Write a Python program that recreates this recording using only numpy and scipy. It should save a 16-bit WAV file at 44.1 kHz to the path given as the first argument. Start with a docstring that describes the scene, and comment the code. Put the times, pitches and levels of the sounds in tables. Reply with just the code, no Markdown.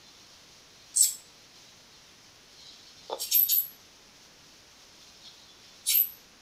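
"""A small room, one microphone near a workbench, a steady hiss behind everything.
A high-voltage arc is drawn from a heat sink on a plate, three times. It burns with a faint sizzle;
stretched too far it squeals and tears in a burst of tiny sparks, and the unloaded transformer
gives a short falling whistle. Something knocks once on the wooden bench, and loose metal ticks."""
import sys
import numpy as np
from scipy import signal
from scipy.fft import rfft, irfft, next_fast_len
from scipy.io import wavfile

SR = 44100
rng = np.random.default_rng(int(sys.argv[2]) if len(sys.argv) > 2 else 0)


def wav_record(signal):
    """Record a signal, one row per channel, as 16-bit PCM in the file named by sys.argv[1]."""
    frames = np.transpose(np.atleast_2d(signal))
    bounded = np.clip(frames, -1, 1)
    # unit amplitude maps onto the largest positive 16-bit level
    quanta = np.round(bounded * 32767).astype(np.int16)
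    wavfile.write(sys.argv[1], SR, quanta)


N = 282681
TIME = np.arange(N) / SR


def from_db(db):
    """Decibels to gain."""
    return 10 ** (np.asarray(db) / 20)


def unit_rms(x):
    """Scale to unit power."""
    return x / np.sqrt(np.mean(x ** 2) + 1e-20)


def cut(x, hz, kind, order):
    """Butterworth low- or high-pass."""
    return signal.sosfilt(signal.butter(order, min(hz, .45 * SR), kind, fs=SR, output="sos"), x + 1e-18)


def flutter(rate_hz):
    """Random wavering of spread 1."""
    return unit_rms(cut(rng.standard_normal(N), rate_hz, "low", order=2))


def swell(full_s, rise_s, hold_s, fall_s):
    """An envelope that grows exponentially, holds at one and dies away."""
    return np.exp(np.minimum(TIME - full_s, 0) / rise_s - np.maximum(TIME - full_s - hold_s, 0) / fall_s)


def tone(hz):
    """A sine of unit power that follows a moving pitch."""
    return np.sqrt(2) * np.sin(2 * np.pi * np.cumsum(hz) / SR)


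def coloured(x, spectrum, peaks=()):
    """Give a steady excitation a smooth spectrum with peaks and dips on it, at unit power."""
    size = next_fast_len(N)
    hz = np.maximum(np.arange(size // 2 + 1) * SR / size, 1)
    points, levels = np.transpose(spectrum)
    db = np.interp(np.log(hz), np.log(points), levels)
    for centre, width, height in peaks:
        db = db + height / (1 + (2 * (hz - centre) / width) ** 2)
    return unit_rms(irfft(rfft(x, size) * from_db(db), size)[:N])


def struck(force, modes):
    """Damped modes set ringing by a force."""
    out = np.zeros(N)
    for hz, mode_db, t60 in modes:
        radius, angle = from_db(-60 / (t60 * SR)), 2 * np.pi * hz / SR
        feedback = [2, -4 * radius * np.cos(angle), 2 * radius * radius]
        out += from_db(mode_db) * signal.lfilter([1, 0, -1], feedback, force + 1e-18)
    return out


def sparks(per_s, spread_db):
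    """Tiny discharges of uneven size at random moments."""
    fires = rng.random(N) < per_s / SR
    return fires * rng.choice([-1, 1], N) * from_db(spread_db * rng.standard_normal(N))


# The hiss at the microphone. Each row: frequency in Hz, relative level in dB.
HISS_COLOUR = [(25, -3), (60, 0.5), (150, 1.5), (300, 0.5), (700, -3), (1800, -4.5), (3500, -3),
               (4900, -1.5), (5500, -.5), (6400, -3), (7100, -11), (8100, -18.5), (11000, -19.5),
               (15500, -22)]

def background(hiss_db=-55, waver_db=0.94, split_hz=2800, whine_hz=9810, whine_db=-80):
    """Steady hiss whose treble wavers gently, with a thin, unsteady whine in it."""
    hiss = from_db(hiss_db) * coloured(rng.standard_normal(N), HISS_COLOUR)
    treble = cut(hiss, split_hz, "high", order=3) * from_db(waver_db * flutter(rate_hz=5.8))
    whine = from_db(whine_db) * flutter(rate_hz=70) * np.sqrt(2) * np.sin(2 * np.pi * whine_hz * TIME)
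    return cut(hiss, split_hz, "low", order=3) + treble + whine


# The walls all around. Each row: low and high band edge in Hz, seconds to fade by 60 dB.
ROOM_BANDS = [(150, 2000, 0.28), (2030, 8500, 0.32), (8500, 21000, .28)]
# Surfaces near the microphone. Each row: delay in seconds, gain against the direct sound.
NEAR_ECHOES = [(.0023, 0.15), (.0061, -0.12), (0.0113, 0.16)]

def room(x, wet_db, first_wall_s=0.0073):
    """Sound reaches the microphone directly, off near surfaces and as a short diffuse tail."""
    t, tail = TIME[:SR // 2], 0
    for low_hz, high_hz, t60 in ROOM_BANDS:
        band = cut(cut(rng.standard_normal(len(t)), low_hz, "high", order=4), high_hz, "low", order=4)
        tail = tail + band * from_db(-60 * t / t60) * (t > first_wall_s)
    response = from_db(wet_db) * tail / np.sqrt(np.sum(tail ** 2))
    response[0] = 1
    for delay, gain in NEAR_ECHOES:
        response[round(delay * SR)] += gain
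    return signal.fftconvolve(x, response / np.sqrt(np.sum(response ** 2)))[:N]


# One knock on the bench nearby. Each row: time in seconds, force in dB, contact cut-off in Hz.
KNOCK_CONTACTS = [(3.098, -21.5, 564), (3.1070, -31.5, 1100), (3.1135, -23.5, 541), (3.1204, -21, 696),
                  (3.1256, -24, 1000), (3.129, -17, 1090), (3.1434, -17.5, 415)]
# The wooden top, then the metal on it. Each row: pitch in Hz, gain in dB, seconds to fade by 60 dB.
WOOD_MODES = [(520, -2.5, 0.032), (655, -10, 0.031), (820, -1, 0.012), (1200, -11.5, 0.006)]
METAL_MODES = [(3550, -1.5, 0.0274), (3750, -7, 0.018)]

def knock(softness_hz=1300, bass_hz=400, tick_db=-11, tick_db_per_octave=8):
    """A quick rattle of contacts thuds on the wood; the harder ones shake the loose metal more."""
    thuds, ticks = np.zeros(N), np.zeros(N)
    for s, force_db, contact_hz in KNOCK_CONTACTS:
        click = from_db(force_db) * (np.arange(N) == round(s * SR))
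        thuds += cut(click, contact_hz, "low", order=2)
        ticks += from_db(tick_db + tick_db_per_octave * np.log2(contact_hz / 1000)) * click
    wood = cut(cut(struck(thuds, WOOD_MODES), softness_hz, "low", order=6), bass_hz, "high", order=3)
    metal = cut(cut(struck(ticks, METAL_MODES), 4000, "low", order=4), 3000, "high", order=2)
    return wood + metal


# The arc's flame flares. Each row: peak time in seconds, sizzle in dB, pitch in Hz, note level in dB.
FLAME_FLARES = [(2.61, -65, 4150, -53), (2.69, -54, 3980, -52.5), (2.87, -64, 4300, -58),
                (3.08, -55.5, 4750, -58), (3.27, -56, 3350, -58), (5.27, -62.5, 3720, -54)]
FLARE_RISE_S, FLARE_FALL_S = .04, .04

def flares(wander_hz=190, sag_hz_per_s=740):
    """Each flare of the flame sings one soft, unsteady, sinking note."""
    out, wander = np.zeros(N), wander_hz * flutter(rate_hz=540)
    for s, _, hz, note_db in FLAME_FLARES:
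        pitch = hz + wander - sag_hz_per_s * (TIME - s)
        out += from_db(note_db) * swell(s, FLARE_RISE_S, 0, FLARE_FALL_S) * tone(pitch)
    return out


# The arc alight on the heat sink. Each row: start in seconds, length in seconds, sizzle in dB.
ARC_BURNS = [(0, 2.1, -63), (2.565, 1.06, -60.5), (4.95, 0.96, -60)]
# The colour of its sizzle. Each row: frequency in Hz, relative level in dB.
SIZZLE_SPECTRUM = [(1500, -25), (2400, -24.5), (3200, 1), (3700, -11), (4150, -6.5), (4900, -1.5),
                   (5500, -13), (6500, -7), (8000, -19.5), (15000, -37.5)]
# The resonances in it. Each row: centre in Hz, width in Hz, height in dB.
SIZZLE_RESONANCES = [(2410, 100, 11), (3720, 120, 8.5), (4140, 91, 7), (4300, 180, -1), (5500, 310, 10)]

def sizzle(flicker_db=3.0, sing_db=-13, glide_hz=130, come_and_go_db=6):
    """The burning arc frets softly, louder as it flares; thin tones glide around its resonances."""
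    strength = sum(from_db(db) * swell(s, .05, length, .12) for s, length, db in ARC_BURNS)
    strength += sum(from_db(db) * swell(s, FLARE_RISE_S, 0, FLARE_FALL_S) for s, db, _, _ in FLAME_FLARES)
    grains = coloured(sparks(per_s=4900, spread_db=7), SIZZLE_SPECTRUM, SIZZLE_RESONANCES)
    tones = np.zeros(N)
    for hz, width_hz, peak_db in SIZZLE_RESONANCES:
        pitch = hz + glide_hz * flutter(rate_hz=6) + .5 * width_hz * flutter(rate_hz=304)
        come_and_go = from_db(come_and_go_db * np.tanh(flutter(rate_hz=11.5)))
        tones += from_db(sing_db + peak_db) * unit_rms(come_and_go * tone(pitch))
    singing = coloured(tones, SIZZLE_SPECTRUM) * np.std(tones)
    return strength * from_db(flicker_db * flutter(rate_hz=16)) * unit_rms(grains + singing)


# The transformer, in the same room. Each row: time of full strength in seconds, hold in seconds,
# level in dB, seconds from reaching full strength to the middle of the sag.
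TRANSFORMER_WHISTLES = [(3.349, .086, -20.5, .076), (3.521, 0.085, -24, 0.045), (5.946, 0.073, -20.5, .059)]
# The partials of its whistle. Each row: distance below the pitch in Hz, relative level in dB.
WHISTLE_PARTIALS = [(0, -0.6), (3870, -20.5)]

def whistles(high_hz=12310, low_hz=11600, sag_s=.017, wander_hz=30, shimmer_db=3.0):
    """With the arc gone, the transformer sings a slightly shaky tone that sinks along an S-curve."""
    out, wander = np.zeros(N), wander_hz * flutter(rate_hz=220)
    for s, hold, level_db, sag_after in TRANSFORMER_WHISTLES:
        sunk = .5 + .5 * np.tanh(.5 * (TIME - s - sag_after) / sag_s)
        hz = high_hz + (low_hz - high_hz) * sunk + wander
        partials = sum(from_db(db) * tone(hz - below_hz) for below_hz, db in WHISTLE_PARTIALS)
        out += from_db(level_db) * swell(s, rise_s=.0086, hold_s=hold, fall_s=.0033) * partials
    return out * from_db(shimmer_db * flutter(rate_hz=150))


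# The unsteady arc over the heat sink. Each row: time of full strength in seconds, hold in seconds,
# level in dB, first and last pitch in Hz, roughness from 0 to 1.
ARC_SQUEALS = [(0.963, 0.039, -24, 8250, 8120, 0.88), (0.969, 0.04, -41.5, 4250, 4210, 0.15),
               (1.01, .006, -14, 7920, 7970, .42), (1.013, .006, -37, 15300, 15200, .3),
               (1.021, 0.024, -32, 5420, 5280, 0.36), (1.024, 0.022, -23, 7730, 7660, 0.28),
               (1.028, 0.025, -33.5, 12600, 12140, .6), (1.044, 0.03, -46.5, 3400, 3330, .25),
               (3.2, .025, -44, 5520, 5500, 0.2), (3.314, 0.0087, -35.5, 6370, 6480, .4),
               (3.322, .003, -25, 5500, 5450, 0.33), (3.338, 0.048, -42, 5460, 5440, 0.1),
               (3.382, .055, -55, 4690, 4600, .1), (3.469, 0.028, -47, 3750, 3640, .2),
               (5.87, 0.013, -31.5, 9790, 10020, 0.05), (5.888, .003, -29, 3800, 3800, .05),
               (5.889, 0.0018, -21.5, 9730, 10000, 0.2), (5.934, 0.038, -39.5, 3070, 2815, 0.55)]

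def squeals(wander_hz=420, flutter_db=4):
    """The stretched arc oscillates in short glides; roughness shakes both its pitch and its strength."""
    out = np.zeros(N)
    for s, hold, level_db, first_hz, last_hz, rough in ARC_SQUEALS:
        glide = np.interp(TIME, [s, s + hold], [first_hz, last_hz])
        hz = glide + rough * wander_hz * flutter(rate_hz=652)
        strength = from_db(level_db + rough * flutter_db * flutter(rate_hz=260))
        out += strength * swell(s, rise_s=.0026, hold_s=hold, fall_s=.0043) * tone(hz)
    return out


# The arc tears, in the foreground. Each row: time of full strength in seconds, level in dB,
# rise and hold in seconds, low and high edge in Hz, a ring's pitch in Hz and height in dB,
# the low skirt's ring pitch in Hz and gain in dB.
ARC_TEARS = [(0.944, -41.5, .002, .004, 4000, 9000, 8550, 12, 2190, 5),
             (0.967, -31.5, .004, 0.069, 5040, 8300, 5930, 14, 2190, -8),
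             (1.026, -25, .006, 0.0081, 3700, 15000, 10300, 9, 2250, 19),
             (3.207, -32.5, 0.01, 0.026, 2930, 13700, 4860, 2, 2470, 19.5),
             (3.326, -25.5, 0.0094, 0.012, 2304, 14000, 2420, 7.5, 2480, 9),
             (3.49, -27, .002, 0.026, 2630, 13000, 7100, 9.5, 1644, 17.5),
             (5.873, -30.5, 0.0078, 0.0085, 3300, 11400, 9100, 10, 2300, 5),
             (5.896, -25, 0.0098, 0.023, 2240, 14000, 2310, 11, 1360, 12.5)]
# The colour of the sparks. Each row: frequency in Hz, relative level in dB.
SPARK_SPECTRUM = [(1200, -7), (2400, -5), (3300, 2.5), (4300, 2), (6000, 0.5), (7300, 1.5), (9200, -1),
                  (11000, 0), (12200, 3), (13200, 4), (15500, -3.5)]
# The fins and plate favour some pitches and cancel others. Each row: centre and width in Hz, gain in dB.
FIN_PEAKS = [(3180, 410, 2.5), (3470, 150, -9.5), (3724, 270, 2.5), (4670, 290, 6.5), (5020, 220, -10.5),
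             (5543, 240, 15.5), (5760, 345, -17), (6660, 250, 4.5), (6835, 130, -14), (7600, 417, 5),
             (8840, 293, -9), (12950, 200, -15)]

def tears(bass_hz=3300, treble_hz=9000, ring_width_hz=280, skirt_db=-21, skirt_width_hz=170,
          ripple_db=5, ripple_width_hz=130, fall_s=.013):
    """Showers of sparks swell as the arc loses hold, mid band first, and die as it goes out."""
    out = np.zeros(N)
    for s, level_db, rise, hold, low_hz, high_hz, ring_hz, ring_db, skirt_hz, skirt_ring_db in ARC_TEARS:
        # the arc stands somewhere else each time, so each shower gets chance peaks and dips of its own
        ripples = [(bass_hz + place * (treble_hz - bass_hz), ripple_width_hz, ripple_db * (2 * height - 1))
                   for place, height in rng.random(size=(24, 2))]
        peaks = FIN_PEAKS + ripples + [(ring_hz, ring_width_hz, ring_db)]
        shower = coloured(sparks(per_s=5500, spread_db=2.5), SPARK_SPECTRUM, peaks)
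        shower = cut(shower, high_hz, "low", order=2)
        body = cut(shower, low_hz, "high", order=12)
        # small sparks radiate little bass: only a weak, late skirt with one ring lies under the low edge
        skirt = cut(cut(shower, 1200, "high", order=4), low_hz, "low", order=4)
        resonator = signal.iirpeak(skirt_hz, skirt_hz / skirt_width_hz, fs=SR)
        skirt = skirt + from_db(skirt_ring_db) * signal.lfilter(*resonator, skirt)
        below_treble = cut(body, treble_hz, "low", order=5)
        bands = [(cut(below_treble, bass_hz, "high", order=5), 0),
                 (cut(body, treble_hz, "high", order=5), .0066),
                 (cut(below_treble, bass_hz, "low", order=5), .0073),
                 (from_db(skirt_db) * skirt, .015)]
        burst = sum(band * swell(s + lag_s, rise, hold, fall_s) for band, lag_s in bands)
        out += from_db(level_db) / np.std(body) * burst
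    return out


def scene():
    """Arc, transformer and bench reach one microphone through the room, over the hiss."""
    arc = room(tears() + squeals() + sizzle() + flares(), wet_db=-4.5)
    transformer = room(whistles(), wet_db=-6.0)
    bench = room(knock(), wet_db=-10.5)
    return (arc + transformer + bench + background())[None]


def record(dry):
    """The top is cut steeply above 15550 Hz."""
    return signal.sosfilt(signal.ellip(12, .1, 80, 15550, fs=SR, output="sos"), dry)


dry = scene()
out = record(dry)
wav_record(out)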